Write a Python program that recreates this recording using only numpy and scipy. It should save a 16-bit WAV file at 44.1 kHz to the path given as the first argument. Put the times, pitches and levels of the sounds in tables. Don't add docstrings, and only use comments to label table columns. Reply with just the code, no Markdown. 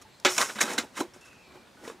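import sys
import numpy as np
from scipy import signal
from scipy.io import wavfile
from scipy.ndimage import uniform_filter1d

SR = 44100
rng = np.random.default_rng(int(sys.argv[2]) if len(sys.argv) > 2 else 0)


def generate_wav(sig):
    pcm = np.round(np.clip(np.atleast_2d(sig).T, -1, 1) * 32767).astype(np.int16)
    wavfile.write(sys.argv[1], SR, pcm)


def rack_gain(trim_db):
    fader = np.asarray(trim_db, float)
    return 10 ** (fader / 20)


N = 88200


def evened(x):
    return x / np.sqrt(np.mean(x ** 2) + 1e-20)


def read(points, hz):
    f, value = np.transpose(points)
    return np.interp(np.log(hz + 1), np.log(f + 1), value)


def smooth_noise(count, size):
    return evened(uniform_filter1d(rng.standard_normal(count), size=size))


def colour(x, points):
    log_gain = np.log(rack_gain(read(points, abs(np.fft.fftfreq(4096, 1 / SR)))))
    response = np.exp(np.conj(signal.hilbert(log_gain)))
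    taps = np.fft.ifft(response).real[:2048]
    return signal.oaconvolve(x, taps)[:N]


def resonate(x, hz, width):
    turn = np.exp(2j * np.pi * np.cumsum(hz * np.ones(N)) / SR)
    r = np.exp(-np.pi * width / SR)
    return 2 * (turn * signal.lfilter([1 - r], [1, -r], x / turn)).real


def swells(rows):
    t = np.arange(N) / SR
    power = np.zeros(N)
    for peak, rise, t60, db in rows:
        drop = np.where(t < peak, 30 * (peak - t) / rise, 60 * (t - peak) / t60)
        power += rack_gain(db - drop) ** 2
    return np.sqrt(power)


def grains(rows, per_s, spread_db, broad, rings, ring_db):
    hits = (rng.random(N) < per_s / SR) * rng.standard_normal(N)
    clicks = evened(hits * rack_gain(spread_db * np.minimum(rng.exponential(1, N), 4)))

    def ring(x):
        return sum(rack_gain(db) * resonate(x, hz, width) / np.sqrt(width) for hz, width, db in rings)

    driven = clicks * swells(rows)
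    body = colour(driven, broad) / np.std(colour(clicks, broad))
    return body + rack_gain(ring_db) * ring(driven) / np.std(ring(clicks))


def struck_sine(t, hz):
    return (1 - np.exp(-(t * hz / 0.6) ** 2)) * np.sin(2 * np.pi * hz * t)


# frequency in Hz, level in dB per Hz.
AIR_SPECTRUM = [(25, -64), (60, -4), (200, -1), (600, -6), (2000, -12), (5000, -17.5), (10000, -26.5),
                (16000, -35)]
# frequency in Hz, likeness from -1 to 1.
AIR_LIKENESS = [(60, 1), (240, 0.69), (950, 0.67), (3770, 0.82), (15000, 1)]


def air():
    level_db, patchy_db = -56.5, 1.2
    frames, hz = N // 256 + 5, np.fft.rfftfreq(1024, 1 / SR)
    a, b, c, d, patches = rng.standard_normal((frames, 513, 5)).T
    patches = uniform_filter1d(patches, size=14, axis=0)
    patches = evened(uniform_filter1d(patches, size=8, axis=1))
    same = np.clip(read(AIR_LIKENESS, hz), -1, 1)[:, None]
    left = a + 1j * b
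    right = same * left + np.sqrt(1 - same ** 2) * (c + 1j * d)
    z = np.array([left, right]) * rack_gain(read(AIR_SPECTRUM, hz)[:, None] + patchy_db * patches)
    return rack_gain(level_db) * evened(signal.istft(z, nperseg=1024, noverlap=768)[1][:, :N])


# peak in seconds, rise in seconds, T60 in seconds, level in dB.
INSECT_SWELLS = [
    (.15, 0.32, 0.66, -64.5),
    (1.45, 0.14, 1, -66),
]


def insects():
    def band(hz, width):
        once = resonate(rng.standard_normal(N), hz, width)
        return evened(resonate(once, hz, width))

    chorus = band(4100, 900) + rack_gain(-8.5) * band(7620, 200)
    return swells(INSECT_SWELLS) * chorus


# peak in seconds, rise in seconds, T60 in seconds, blade level in dB, grit level in dB.
SLIPS = [(0.016, 0.0019, 0.016, -50, -49), (0.021, 0.0026, 0.041, -55, -47.5),
         (.2, 0.0018, 0.019, -62, -49.5), (0.249, 0.00092, 0.18, -20, -33.5),
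         (0.307, 0.058, 0.95, -50.5, -34), (0.38, 0.0019, 0.036, -20, -22), (0.416, 0.087, 0.16, -27, -26),
         (0.499, 0.054, 0.11, -37.5, -44.5), (0.557, 0.01, 0.19, -37.5, -52),
         (0.589, 0.015, 0.056, -33.5, -48), (0.612, 0.014, 0.12, -23.5, -22.5),
         (0.656, 0.025, 0.33, -41.5, -45.5), (0.708, 0.21, 0.32, -36, -42.5),
         (0.735, .02, 0.071, -62, -36.5), (0.78, 0.0031, 0.17, -34, -36.5), (0.978, 0.045, 0.2, -36.5, -41),
         (1.005, 0.033, 0.08, -37.5, -37), (1.137, .002, 0.26, -57.5, -57),
         (1.211, 0.0065, 0.18, -62, -59.5), (1.248, 0.006, 0.33, -58, -58), (1.55, 0.15, 0.17, -59, -70),
         (1.845, 0.04, 0.33, -58.5, -55), (1.672, 0.0033, 0.035, -52.5, -90), (1.895, 0.15, 0.15, -48, -52)]
# frequency in Hz, width in Hz, level in dB.
BLADE_MODES = [(1046, 110, -8.5), (1570, 74, -31), (1917, 51, 0.5), (2493, 69, 5.5), (2933, 120, 6.5),
               (3470, 83, 9), (3775, 57, 7.5)]
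# frequency in Hz, level in dB.
BLADE_BODY = [(88, -44.5), (150, -12.5), (366, -7), (643, -9.5), (1570, -1), (1830, -7), (2210, -4.5),
              (9000, -24), (11700, -85), (19800, -120)]


def blade():
    rows = [(peak, rise, t60, db) for peak, rise, t60, db, _ in SLIPS]
    scrape = grains(rows, 5000, 0.71, BLADE_BODY, BLADE_MODES, ring_db=-5.5)
    return scrape + pebbles(rows)


def pebbles(rows):
    per_s, cycles, level_db = 50, 18, -1.5
    steady, forced = np.zeros((2, N))
    force, t = swells(rows), np.arange(3000) / SR
    for hz in np.geomspace(500.7, 5113, num=30):
        hits = (rng.random(N) < per_s / SR) * rng.standard_normal(N)
        u = hz * t / cycles
        ring = np.sqrt(hz) * np.sqrt(u) * np.exp(-3 * u) * np.sin(2 * np.pi * hz * t)
        steady += signal.oaconvolve(hits, ring)[:N]
        forced += signal.oaconvolve(hits * force, ring)[:N]
    return rack_gain(level_db) * colour(forced, BLADE_BODY) / np.std(colour(steady, BLADE_BODY))


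# frequency in Hz, level in dB.
GRIT_BODY = [(1500, -6), (4500, -8), (5500, 1.5), (7000, -1.5), (10000, -6), (13000, -15), (16000, -24)]
# frequency in Hz, width in Hz, level in dB.
GRIT_MODES = [(5490, 130, 9), (6580, 130, 13), (7150, 100, 6.5), (7750, 67, -20)]


def grit():
    rows = [(peak, rise, t60, db) for peak, rise, t60, _, db in SLIPS]
    return grains(rows, 13000, 1.4, GRIT_BODY, GRIT_MODES, ring_db=-12)


# start in seconds, level in dB, frequency in Hz, T60 in seconds.
KNOCKS = [(.05, -50.5, 870, .15), (0.251, -26, 367, 0.27), (.251, -18, 945, 0.05), (.251, -22.5, 559, 0.13),
          (.252, -19.5, 2300, 0.097), (.253, -25.5, 1700, 0.12), (0.253, -25.5, 2840, 0.086),
          (.251, -21, 3330, 0.06), (0.555, -37, 214.5, 0.18), (0.631, -27, 226, 0.069),
          (.382, -19, 2420, 0.018), (.38, -17, 5640, 0.024), (0.381, -19.5, 7150, 0.033),
          (.3815, -20, 1360, 0.013), (.384, -16.5, 998, 0.02), (0.589, -25.5, 1617, .04),
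          (0.607, -18, 1744, 0.042), (0.608, -25.5, 3890, 0.12), (.78, -19, 1550, 0.042),
          (0.784, -25, 4020, 0.049), (.783, -26.5, 2080, 0.077), (.783, -22.5, 2926, 0.041),
          (.611, -21.5, 2260, 0.023), (.614, -22, 6500, .04), (1.0052, -13.5, 305, 0.045),
          (1.006, -34, 690, .04), (1.014, -28, 1010, 0.037), (1.031, -28, 350, .05), (.251, -24, 290, .07),
          (.265, -22, 2150, .04), (1.329, -48, 1500, 0.037), (.292, -29, 5450, .08),
          (.405, -27, 1083, 0.17), (.41, -25, 1920, 0.098), (1.006, -38, 4030, 0.09),
          (1.023, -33, 416, 0.045), (1.045, -37, 340, 0.073), (1.137, -47, 5500, 0.017),
          (1.506, -53, 1085, .06), (1.754, -38, 258, 0.031), (1.771, -54.5, 1480, 0.35),
          (1.834, -34, 474, 0.031), (1.876, -29, 466, 0.05), (1.898, -30, 468, 0.045),
          (1.876, -38, 1030, .03), (1.899, -38, 1060, .03), (1.849, -45, 1900, .05)]


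def knocks():
    out, t = np.zeros(N + SR), np.arange(SR // 2) / SR
    for start, db, hz, t60 in KNOCKS:
        drift = uniform_filter1d(smooth_noise(len(t), 200), size=200)
        waver = 1 + 0.25 * evened(drift)
        first = round(start * SR)
        out[first:first + len(t)] += waver * rack_gain(db - 60 * t / t60) * struck_sine(t, hz)
    return out[:N]


# start in seconds, level in dB, frequency in Hz.
TICKS = [(.2492, -2.5, 6000), (.2497, -6, 3070), (.2508, -15, 2800), (.2524, -12, 2930), (.255, -14, 1760),
         (.2566, -11, 2680), (.2618, -8, 2200), (.2672, -12, 1700), (.2773, -8.5, 2120), (.289, -16, 1500),
         (.2965, -25, 5500), (.3965, -18, 1090), (.4038, -27, 1290), (.4155, -6.5, 4220),
         (.4265, -15, 1130), (.497, -23, 1710), (.501, -19, 1600), (.611, -17, 3840), (.614, -13.5, 2240),
         (.6175, -10, 6500), (.7003, -24, 1830), (.712, -28, 600), (.715, -22, 1890), (.7345, -28, 7040),
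         (.7823, -12, 4970), (.785, -16, 4040), (.7872, -7.5, 8600), (.827, -28, 4000), (.972, -27.5, 1010),
         (.981, -25, 1340), (1.0055, -18.5, 1330)]


def ticks():
    out, t = np.zeros(N + SR), np.arange(1000) / SR
    for start, db, hz in TICKS:
        first = round(start * SR)
        out[first:first + len(t)] += rack_gain(db - 60 * t * hz / 10.7) * struck_sine(t, hz)
    return out[:N]


# peak in seconds, rise in seconds, T60 in seconds, level in dB.
CRACKS = [
    (.2505, 0.0015, 0.16, -23),
    (.607, 0.0068, 0.044, -40),
    (.7815, 0.0041, 0.1, -27),
    (.965, 0.015, 0.056, -56),
    (1.33, 0.014, 0.089, -62.5),
    (1.877, 0.002, 0.054, -48),
    (1.9, .003, 0.029, -56.5),
]
# frequency in Hz, level in dB.
CRACK_BODY = [(300, -31), (1100, -10), (1700, 2.5), (3000, -3), (5000, -1), (7500, 2.5), (9500, -20),
              (16000, -73)]


def cracks():
    return grains(CRACKS, 10000, 1.3, CRACK_BODY, BLADE_MODES, ring_db=-2.7)


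# peak in seconds, rise in seconds, T60 in seconds, level in dB.
SHOVES = [(.252, 0.0035, 0.13, -34), (.39, 0.029, 0.37, -50), (.502, .04, 0.091, -46.5),
          (.56, 0.0042, .15, -52), (.625, 0.019, 0.21, -36.5), (.666, 0.029, 0.085, -40),
          (.715, 0.092, 0.34, -35), (.783, 0.0032, 0.095, -36), (.85, 0.11, 0.033, -46),
          (1.01, 0.049, 0.15, -35), (1.16, 0.065, 0.08, -54.5), (1.56, 0.17, 0.26, -55),
          (1.85, 0.12, 0.48, -51), (1.92, 0.029, 0.073, -51.5)]
# frequency in Hz, level in dB.
SAND_BODY = [(40, -55), (100, -19), (170, -4), (220, 8), (550, -7), (900, -1.5), (2000, -36.5)]
# frequency in Hz, width in Hz, level in dB.
SAND_MODES = [(300, 72, -2.5), (363.8, 15.5, 3), (479, 26, -1), (576.4, 30, -3.5)]


def sand():
    return grains(SHOVES, 1200, 1.6, SAND_BODY, SAND_MODES, ring_db=-2)


def shovel():
    contact = blade() + grit() + knocks() + ticks() + cracks() + sand()
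    high_pass = signal.butter(2, 168, "high", fs=SR, output="sos")
    return signal.sosfilt(high_pass, contact)


def yard(x):
    t60 = 0.026
    taps = np.zeros(4000)
    taps[np.arange(20, 3980, 20) + rng.integers(0, 20, 198)] = rng.choice([-1., 1.], 198)
    taps = taps * rack_gain(-60 * np.arange(4000) / SR / t60)
    return signal.fftconvolve(x, taps / np.linalg.norm(taps))[:N]


# time in seconds, low pipe in Hz, high pipe in Hz, level in dB.
WHISTLE = [
    (1.205, 2600, 2660, -67),
    (1.23, 2630, 2720, -59.5),
    (1.291, 2600, 2700, -60.5),
    (1.33, 2520, 2690, -62.5),
    (1.44, 2424, 2685, -61.5),
    (1.5, 2327, 2460, -65),
    (1.659, 2373, 2440, -67),
]


def bird():
    time, low, high, db = np.transpose(WHISTLE)
    t = np.arange(N) / SR

    def voice(pitch):
        flutter = 1 + 0.5 * smooth_noise(N, 400)
        hz = np.interp(t, time, pitch) + 35 * smooth_noise(N, 400)
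        return flutter * np.sin(2 * np.pi * np.cumsum(hz) / SR)

    whistle = voice(low) + rack_gain(-1) * voice(high) + rack_gain(-6) * voice((low + high) / 2)
    return rack_gain(np.interp(t, time, db, -120, -120)) * whistle


# frequency in Hz, level in dB.
SIDE_SPECTRUM = [(100, -14), (300, -1), (550, 5.5), (1000, -1), (2000, 4), (4500, 3), (9500, 5),
                 (11000, -20)]


def scene():
    background = air() + insects()
    tool = shovel()
    side = rack_gain(-25.5) * colour(tool + rack_gain(-5.5) * yard(tool), SIDE_SPECTRUM)
    return background + tool + np.array([-side, side]) + bird()


def top_cut(x):
    return signal.sosfilt(signal.butter(12, 16290, fs=SR, output="sos"), x)


def record(dry):
    low_pass = signal.firwin(255, 15700, window=("kaiser", 9), fs=SR)
    mix = signal.oaconvolve(np.tanh(dry), low_pass[None], "same")
    return top_cut(mix)


dry = scene()
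out = record(dry)
generate_wav(out)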